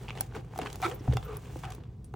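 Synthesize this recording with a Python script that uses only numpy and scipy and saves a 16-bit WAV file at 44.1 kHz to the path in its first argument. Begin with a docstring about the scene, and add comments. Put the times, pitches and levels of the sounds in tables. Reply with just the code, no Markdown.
"""A small plastic camera is pushed into a leather handbag, close to two microphones in a quiet, humming room.
First a knitted sleeve brushes the opening and the leather creaks in short slips; nails and zip teeth tick.
The camera's shell gives a sharp knock at 0.6 s, then scuffs and squeaks past the lining; the zip tinkles.
Just after 1 s it lands with a deep thump, slides along the leather and knocks as it settles.
The rustle dies away, leaving a faint jingle and one last tap over the hum."""
import sys
import numpy as np
from scipy import signal
from scipy.fft import rfft, irfft, next_fast_len
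from scipy.io import wavfile

SR = 44100
rng = np.random.default_rng(int(sys.argv[2]) if len(sys.argv) > 2 else 0)


def materialize(psi):
    """Save the field psi as 16-bit PCM at rate SR to the path in sys.argv[1].

    A 1-D psi becomes a single channel; in a 2-D psi each row is a channel.
    """
    bounded = np.clip(np.atleast_2d(psi).T, -1, 1)
    quanta = np.round(bounded * 32767).astype(np.int16)
    wavfile.write(sys.argv[1], SR, quanta)


N = 94815

# EQ curves for the rumble, wool, leather, lining, ticks and reverb send.
# Each row: frequency in Hz, relative gain in dB.
ROOM_EQ = [(20, -19.5), (36, -21.5), (54, 5), (80, -2.5), (130, 4), (175, -7), (260, -15), (400, -20),
           (600, -30), (1000, -36.5), (2000, -50), (4000, -53), (8000, -55.5), (15000, -51)]
WOOL_EQ = [(300, 8.5), (1200, 5), (2800, 5.5), (4500, -1), (6500, 2.5), (9500, 1.5), (12000, 5), (15500, 5)]
LEATHER_EQ = [(100, -18.5), (250, -1), (420, 6), (570, -3.5), (790, -1), (1000, -5), (1280, -9),
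              (1650, -12), (2700, -16), (4500, -24.5), (12000, -45.5)]
SCUFF_EQ = [(150, -30), (400, -16), (750, 3.5), (1350, 7.5), (1650, -6), (2300, 0), (2900, -11),
            (3600, -6.5), (5000, -16.5), (9500, -18), (12000, -15), (16000, -20)]
TICK_EQ = [(200, -14), (800, 9), (1800, -5), (3500, -1), (6000, 0.5), (9200, -5.5), (11500, 10), (14000, 5),
           (16500, 1.5)]
REVERB_EQ = [(60, -22.5), (160, -8), (350, 4.5), (800, 4.5), (1300, -0.5), (1800, -1), (4000, 7.5),
             (9000, 1.5), (12000, -15), (15000, -24)]
# The room's hum. Each row: pitch in Hz, level in dB.
HUM = [(59.2, -61.5), (121, -53.5)]
# Fader rides for the brushing sleeve and the rubbed leather. Each row: time in seconds, level in dB.
WOOL_FADER = [(0, -54.5), (.13, -60.5), (.18, -54.5), (.23, -55.5), (.29, -64), (.33, -66), (.36, -51.5),
              (.42, -68), (.5, -70.5), (.56, -55.5), (.62, -51), (.7, -54.5), (.79, -53), (.89, -46.5),
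              (.97, -62.5), (1.07, -56.5), (1.14, -56), (1.21, -57), (1.36, -56.5), (1.41, -59), (1.5, -55),
              (1.61, -53.5), (1.65, -55), (1.7, -59), (1.75, -56), (1.81, -76), (2.03, -91.5), (2.05, -71),
              (2.12, -76)]
LEATHER_FADER = [(0, -53.5), (.09, -47.5), (.13, -54.5), (.19, -44.5), (.26, -59), (.33, -56),
                 (.365, -41.5), (.42, -59.5), (.51, -55), (.57, -52), (.625, -43), (.68, -47), (.715, -53),
                 (.75, -49.5), (.79, -58), (.87, -40.5), (.92, -47.5), (.98, -50.5), (1.05, -54.5),
                 (1.14, -46.5), (1.22, -57.5), (1.34, -47.5), (1.41, -60), (1.48, -49), (1.53, -59),
                 (1.62, -59), (1.66, -53.5), (1.76, -57), (1.87, -61.5), (2.12, -80)]
# The shell slides on leather. Each row: start, peak and end in seconds, level in dB, width factor,
# then the low, middle and high resonance in Hz, halfway through the slide.
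SLIDES = [(1.224, 1.317, 1.39, -45.5, 0.93, 441.7, 1229, 2566),
          (1.633, 1.636, 1.73, -45.5, 1.9, 770, 1330, 2675)]
# Those three resonances. Each row: gain in dB, base half width in Hz.
SLIDE_RESONANCES = [(-1, 43), (-5.5, 245), (-15, 630)]
# Zip pull and chain. Each row: start in seconds, level in dB, pitch in Hz, t60 in seconds,
# rattle as phase wander in radians.
TINKLES = [(.944, -37, 14100, .075, .9), (.996, -52.5, 5470, 0.038, 1.2), (1.248, -41, 14200, 0.081, .8),
           (2.044, -50, 9300, 0.074, 2.6)]
# Nails and zip teeth. Each row: start in seconds, level in dB, gain of the very top in dB.
TICKS = [(.2080, -22, 10), (0.2097, -25, -10), (0.5776, -29, -9), (0.588, -27, -5), (0.7284, -27.5, -11),
         (0.757, -28, -7), (0.8181, -27.5, -6), (0.898, -30.5, -7), (1.138, -33.5, -3),
         (1.1693, -23.5, -13), (1.369, -37.5, 13.5), (1.703, -38, 2), (1.749, -39, 3), (2.044, -48, 3),
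         (2.139, -44, -5)]
# Leather slips. Each row: start in seconds, level in dB, low, middle and high trim in dB, length factor.
CREAKS = [(.0827, -33.5, -16, -2.5, -21, 0.27), (0.0876, -33, -15, -2.5, -22, 0.52),
          (0.0958, -32, -7, -5.5, -28, 0.43), (0.1056, -25, -8, -4, -27, 0.26),
          (.152, -39, -5.5, -4.5, -16, .5), (.174, -31.5, -5, -8.5, -20, 0.84),
          (0.184, -38.5, -23, -4, -16, 0.97), (0.3231, -45.5, 5.5, -21, -25, 0.57),
          (.349, -32, -3, -13.5, -22, 1), (.356, -39, -4, -13, -20, 0.89), (.5965, -33.5, -6, -9, -24, .8),
          (.614, -29, -6, -11, -21, 2.2), (0.659, -31, 1.5, -14, -23, 1.4),
          (.669, -29.5, -3.5, -9.5, -27, 1.4), (.7, -37, -11, -7.5, -12, 1),
          (.913, -32.5, -5, -11, -19.5, 1.4), (1.124, -33.5, -6, -2.5, -20, 0.78),
          (1.133, -37, -0.5, -6, -11.5, 1.1), (1.227, -35, -3.5, -11, -23, 0.76),
          (1.456, -38.5, -6.5, -12, -22, .7), (1.635, -33, -1.5, -12, -26, 1.1),
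          (1.643, -33.5, -6.5, -9, -19.5, 0.81), (1.651, -36.5, -15, -6.5, -16, 1.2),
          (1.704, -41, -15, -5, -13, 1.2), (1.72, -36.5, -5, -9.5, -11.5, 1.06),
          (1.835, -47.5, -4, -7.5, -24.5, 1.4)]
# The leather's resonances. Each row: lower and upper edge in Hz, gain in dB, base decay in seconds.
CREAK_BANDS = [(770, 1760, -1, 0.0029), (2090, 3430, 5, 0.0019), (4300, 11500, 6.5, 0.0027)]
# Plastic on lining. Each row: start and length in seconds, first and last pitch in Hz, level in dB.
SQUEAKS = [(.836, 0.0275, 1150, 1390, -24.5), (.824, 0.024, 680, 800, -29),
           (.822, 0.016, 2420, 2300, -37.5), (.828, 0.016, 2150, 1400, -40.5), (.848, 0.027, 322, 360, -28),
           (.878, 0.029, 350, 428, -39), (.902, 0.048, 430, 530, -40)]
# Bumps on the bag's wall. Each row: start in seconds, level in dB, pitch in Hz.
WALL_BUMPS = [(.352, -30.5, 436), (.376, -30, 315), (.595, -25.5, 445), (.606, -39, 400), (0.62, -28, 300),
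              (.637, -29, 250), (0.656, -31, 380), (1.009, -30, 296), (1.082, -21.5, 271),
              (1.132, -23, 462), (1.155, -33.5, 397), (1.180, -38, 399.4), (1.560, -29, 322),
              (1.5605, -35.5, 520), (.802, -35, 397), (1.782, -36, 327), (2.141, -33, 390)]
# The bag meets the table. Each row: start in seconds, level in dB, contact hardness as a cutoff in Hz.
THUMPS = [(0.377, -25.5, 60.3), (1.083, -11, 262), (1.148, -19.5, 200), (1.528, -24.5, 69.6),
          (1.827, -32, 91)]
# The whole bag's modes. Each row: pitch in Hz, gain in dB, t60 and rise in seconds.
BAG_MODES = [(70, -3, 0.23, 0.018), (122.8, 1, .14, 0.0063), (187.5, -14, 0.16, 0.014),
             (275, -15.5, .15, 0.0045)]
# Hits on the camera. Each row: start in seconds, level in dB, hardness as a cutoff in Hz, pitch factor.
KNOCKS = [(.088, -25.5, 600, 1.16), (.152, -27, 650, 0.89), (.2092, -26.5, 1400, 1.05),
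          (.536, -34.5, 1200, 1.15), (0.5594, -26.5, 900, 1.02), (.5893, -9.5, 560, 0.96),
          (.600, -28, 650, 0.92), (.801, -34, 1000, 1.16), (1.078, -18, 704, 0.96),
          (1.1701, -20, 3160, 1.042), (1.557, -29, 700, 1.11), (1.781, -40, 900, 1.22),
          (2.1395, -26.5, 1080, 1.06)]
# Its plastic shell's modes. Each row: base pitch in Hz, gain in dB, t60 in seconds.
SHELL_MODES = [(748, -5, 0.027), (945, -6.5, 0.013), (1270, -0.5, 0.0076), (1514, -35, 0.015),
               (1950, -17, 0.028), (2620, -12.5, 0.019), (3350, -5, 0.0092), (4270, -21, 0.01)]
# Phase between the microphone ports. Each row: frequency in Hz, lead of the left side in radians.
PORT_PHASE = [(0, 0), (4500, .1), (6000, -.2), (8000, -1.5), (9500, -2.1), (11200, -3.0), (13000, -3.2),
              (15000, -4.1), (17000, -3.7)]


def amp(db):
    """Decibels to gain."""
    return 10 ** (np.asarray(db) / 20)


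def unit_rms(x):
    """Scale to unit rms."""
    return x / np.sqrt(np.mean(x ** 2) + 1e-20)


def since(start):
    """Seconds since a moment, zero before it."""
    return np.maximum(np.arange(N) / SR - start, 0)


def fader(points):
    """Gain over time through (seconds, dB) points."""
    return amp(np.interp(since(0), *np.transpose(points)))


def drift(rate_hz):
    """Smooth random wobble of unit rms."""
    pole = np.exp(-2 * np.pi * rate_hz / SR)
    return unit_rms(signal.lfilter([1], [1, -2 * pole, pole * pole], rng.standard_normal(N + SR))[SR:])


def filtered(x, hz, kind):
    """Gentle low-, high- or band-pass."""
    return signal.sosfilt(signal.butter(2, hz, kind, fs=SR, output="sos"), x)


def eq(x, curve, keep_power=True):
    """Minimum-phase EQ; with keep_power, white noise comes out equally strong."""
    size = next_fast_len(2 * N)
    hz, db = np.transpose(curve)
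    gain = amp(np.interp(np.log(np.arange(size // 2 + 1) * SR / size + 1), np.log(hz), db))
    cepstrum = irfft(np.log(unit_rms(gain) if keep_power else gain), size)
    cepstrum[1:size // 2] *= 2   # folded forward, so nothing rings ahead of a hit
    cepstrum[size // 2 + 1:] = 0
    return irfft(rfft(x, size) * np.exp(rfft(cepstrum)), size)[..., :N]


def burst(start, decay, rise=0.00029):
    """Fast attack, exponential decay."""
    t = since(start)
    return (1 - np.exp(-t / rise)) * np.exp(-t / decay)


def ring(start, hz, t60, rise=0.00022):
    """One struck resonance."""
    return burst(start, t60 / np.log(1000), rise) * np.sin(2 * np.pi * hz * since(start))


def softened(hz, hardness_hz):
    """A soft contact hardly drives the higher modes."""
    return 1 / np.sqrt(1 + (hz / hardness_hz) ** 4)


def friction(rough_db, grains_per_s, grain_share):
    """Fine hiss and separate catches under an unsteady pressure."""
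    grains = (rng.random(N) < grains_per_s / SR) * rng.standard_normal(N)
    texture = np.sqrt(1 - grain_share) * rng.standard_normal(N) + np.sqrt(grain_share) * unit_rms(grains)
    return unit_rms(texture * amp(rough_db * drift(75)))


def room_tone():
    """The bed: low rumble with a wavering hum."""
    rumble = amp(-44) * eq(rng.standard_normal(N), ROOM_EQ)
    hum = sum(amp(db) * np.sqrt(2) * np.sin(2 * np.pi * hz * since(0) + 1.04 * drift(6.1))
              for hz, db in HUM)
    return rumble + hum


def rustle():
    """Wool hisses on the opening while camera and fingers rub a darker tone from the leather."""
    wool = friction(rough_db=2, grains_per_s=450, grain_share=0.27) * fader(WOOL_FADER)
    leather = friction(rough_db=3, grains_per_s=700, grain_share=0.3) * fader(LEATHER_FADER)
    return eq(wool, WOOL_EQ) + eq(leather, LEATHER_EQ)


def shell_slides():
    """Fine friction sings in three hollow resonances that sink as the camera goes deeper."""
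    t, out = since(0), 0
    sag_octaves_per_s = 1.5
    for start, peak, end, db, width, *pitches in SLIDES:
        pressure = np.sqrt(np.interp(t, [start, peak, end], [0, 1, 0]))
        sag = 2 ** (-sag_octaves_per_s * (np.clip(t, start, end) - (start + end) / 2))
        for hz, (gain_db, width_hz) in zip(pitches, SLIDE_RESONANCES):
            phase = 2 * np.pi * np.cumsum(hz * sag) / SR
            band = drift(width * width_hz) * np.cos(phase) + drift(width * width_hz) * np.sin(phase)
            out += amp(db + gain_db) * pressure * band
    return out


def zip_tinkles():
    """Tiny metal parts ring: a thin ping when free, a rough jingle when they rattle."""
    out = 0
    for start, db, hz, t60, rattle in TINKLES:
        tone = np.sin(2 * np.pi * hz * since(start) + rattle * drift(320))
        out += amp(db) * burst(start, t60 / np.log(1000)) * tone
    return out


def nail_and_zip_ticks():
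    """Hard, bright ticks with a faint tail; the sharpest contacts have the most top."""
    noise = rng.choice([-1, 1], N)
    body, top, crossover_hz = 0, 0, 11800
    for start, db, top_db in TICKS:
        tick = amp(db) * noise * (burst(start, decay=0.0013) + amp(-39) * burst(start, decay=0.0086))
        body += tick
        top += amp(top_db) * tick
    return eq(filtered(body, crossover_hz, "low") - filtered(top, crossover_hz, "high"), TICK_EQ)


def leather_creaks():
    """Each slip is a short tick or a longer crackle in three broad resonances."""
    out = 0
    for band, (low, high, gain_db, decay) in enumerate(CREAK_BANDS):
        force = sum(amp(db + trims[band] + gain_db) * burst(start, decay * length, rise=0.0007 * length)
                    for start, db, *trims, length in CREAKS)
        makeup_gain = np.sqrt(SR / 2 / (high - low))
        out += makeup_gain * filtered(force * rng.choice([-1, 1], N), [low, high], "band")
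    return out


def lining_scuff():
    """Plastic drags on the lining in one quick swell of rough friction."""
    t = since(0)
    start, peak, end = 0.825, 0.853, 0.869
    swell = fader([(start, -35.5), (peak, -29), (end, -35.5)]) * (t > start) * (t < end)
    return eq(friction(rough_db=1, grains_per_s=3000, grain_share=0.5) * swell, SCUFF_EQ)


def lining_squeaks():
    """Plastic squeaks past the lining in short, jittery glides, most of them upward."""
    out = 0
    for start, length, first_hz, last_hz, db in SQUEAKS:
        progress = np.minimum(since(start) / length, 1)
        glide = first_hz + (last_hz - first_hz) * np.sin(np.pi / 2 * progress)
        hz = glide * (1 + 0.025 * drift(194))
        out += amp(db) * np.sin(np.pi * progress) * np.sin(2 * np.pi * np.cumsum(hz) / SR)
    return out


def bag_thumps():
    """Dull bumps of the wall and deep thumps of the whole bag on the table."""
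    bumps = sum(amp(db) * ring(start, hz, t60=0.029, rise=0.00069) for start, db, hz in WALL_BUMPS)
    thumps = sum(amp(db + mode_db) * softened(hz, hardness) * ring(start, hz, t60, rise)
                 for start, db, hardness in THUMPS for hz, mode_db, t60, rise in BAG_MODES)
    return bumps + thumps


def camera_knocks():
    """The plastic shell rings briefly, damped by the hand; its modes alternate in polarity."""
    return sum((-1) ** k * amp(db + mode_db) * softened(hz, hardness) * ring(start, hz * pitch, t60)
               for start, db, hardness, pitch in KNOCKS
               for k, (hz, mode_db, t60) in enumerate(SHELL_MODES))


def room_reverb(send):
    """A short diffuse tail, different on each side; its treble dies first."""
    tail = 0
    for kind, t60 in (("low", 0.23), ("high", 0.068)):
        noise = filtered(rng.standard_normal((2, N)), 2000, kind)
        tail += noise * unit_rms(burst(0.001, t60 / np.log(1000))) / np.sqrt(N)
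    shaped = eq(send, REVERB_EQ, keep_power=False)
    return amp(-10.5) * signal.fftconvolve(shaped[None], tail, axes=1)[:, :N]


def microphone_pair(x):
    """Stereo width: the two microphone ports hear the treble out of step."""
    size = next_fast_len(2 * N)
    lead = np.interp(np.arange(size // 2 + 1) * SR / size, *np.transpose(PORT_PHASE))
    return irfft(rfft(x, size) * np.exp(.5j * np.outer([1, -1], lead)), size)[:, :N]


def scene():
    """The mix: room bed, handling textures and camera hits, close up with a little reverb."""
    mix = room_tone() + rustle() + shell_slides() + zip_tinkles() + leather_creaks()
    mix += lining_scuff() + lining_squeaks() + bag_thumps() + camera_knocks()
    ticks = nail_and_zip_ticks()
    send = mix + amp(-4) * ticks   # the ticks are close and send less into the room
    return microphone_pair(mix + ticks) + room_reverb(send)


def record(dry):
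    """A steep high cut at 16.3 kHz on the master."""
    return signal.sosfilt(signal.ellip(10, .2, 80, 16300, fs=SR, output="sos"), dry)


dry = scene()
out = record(dry)
materialize(out)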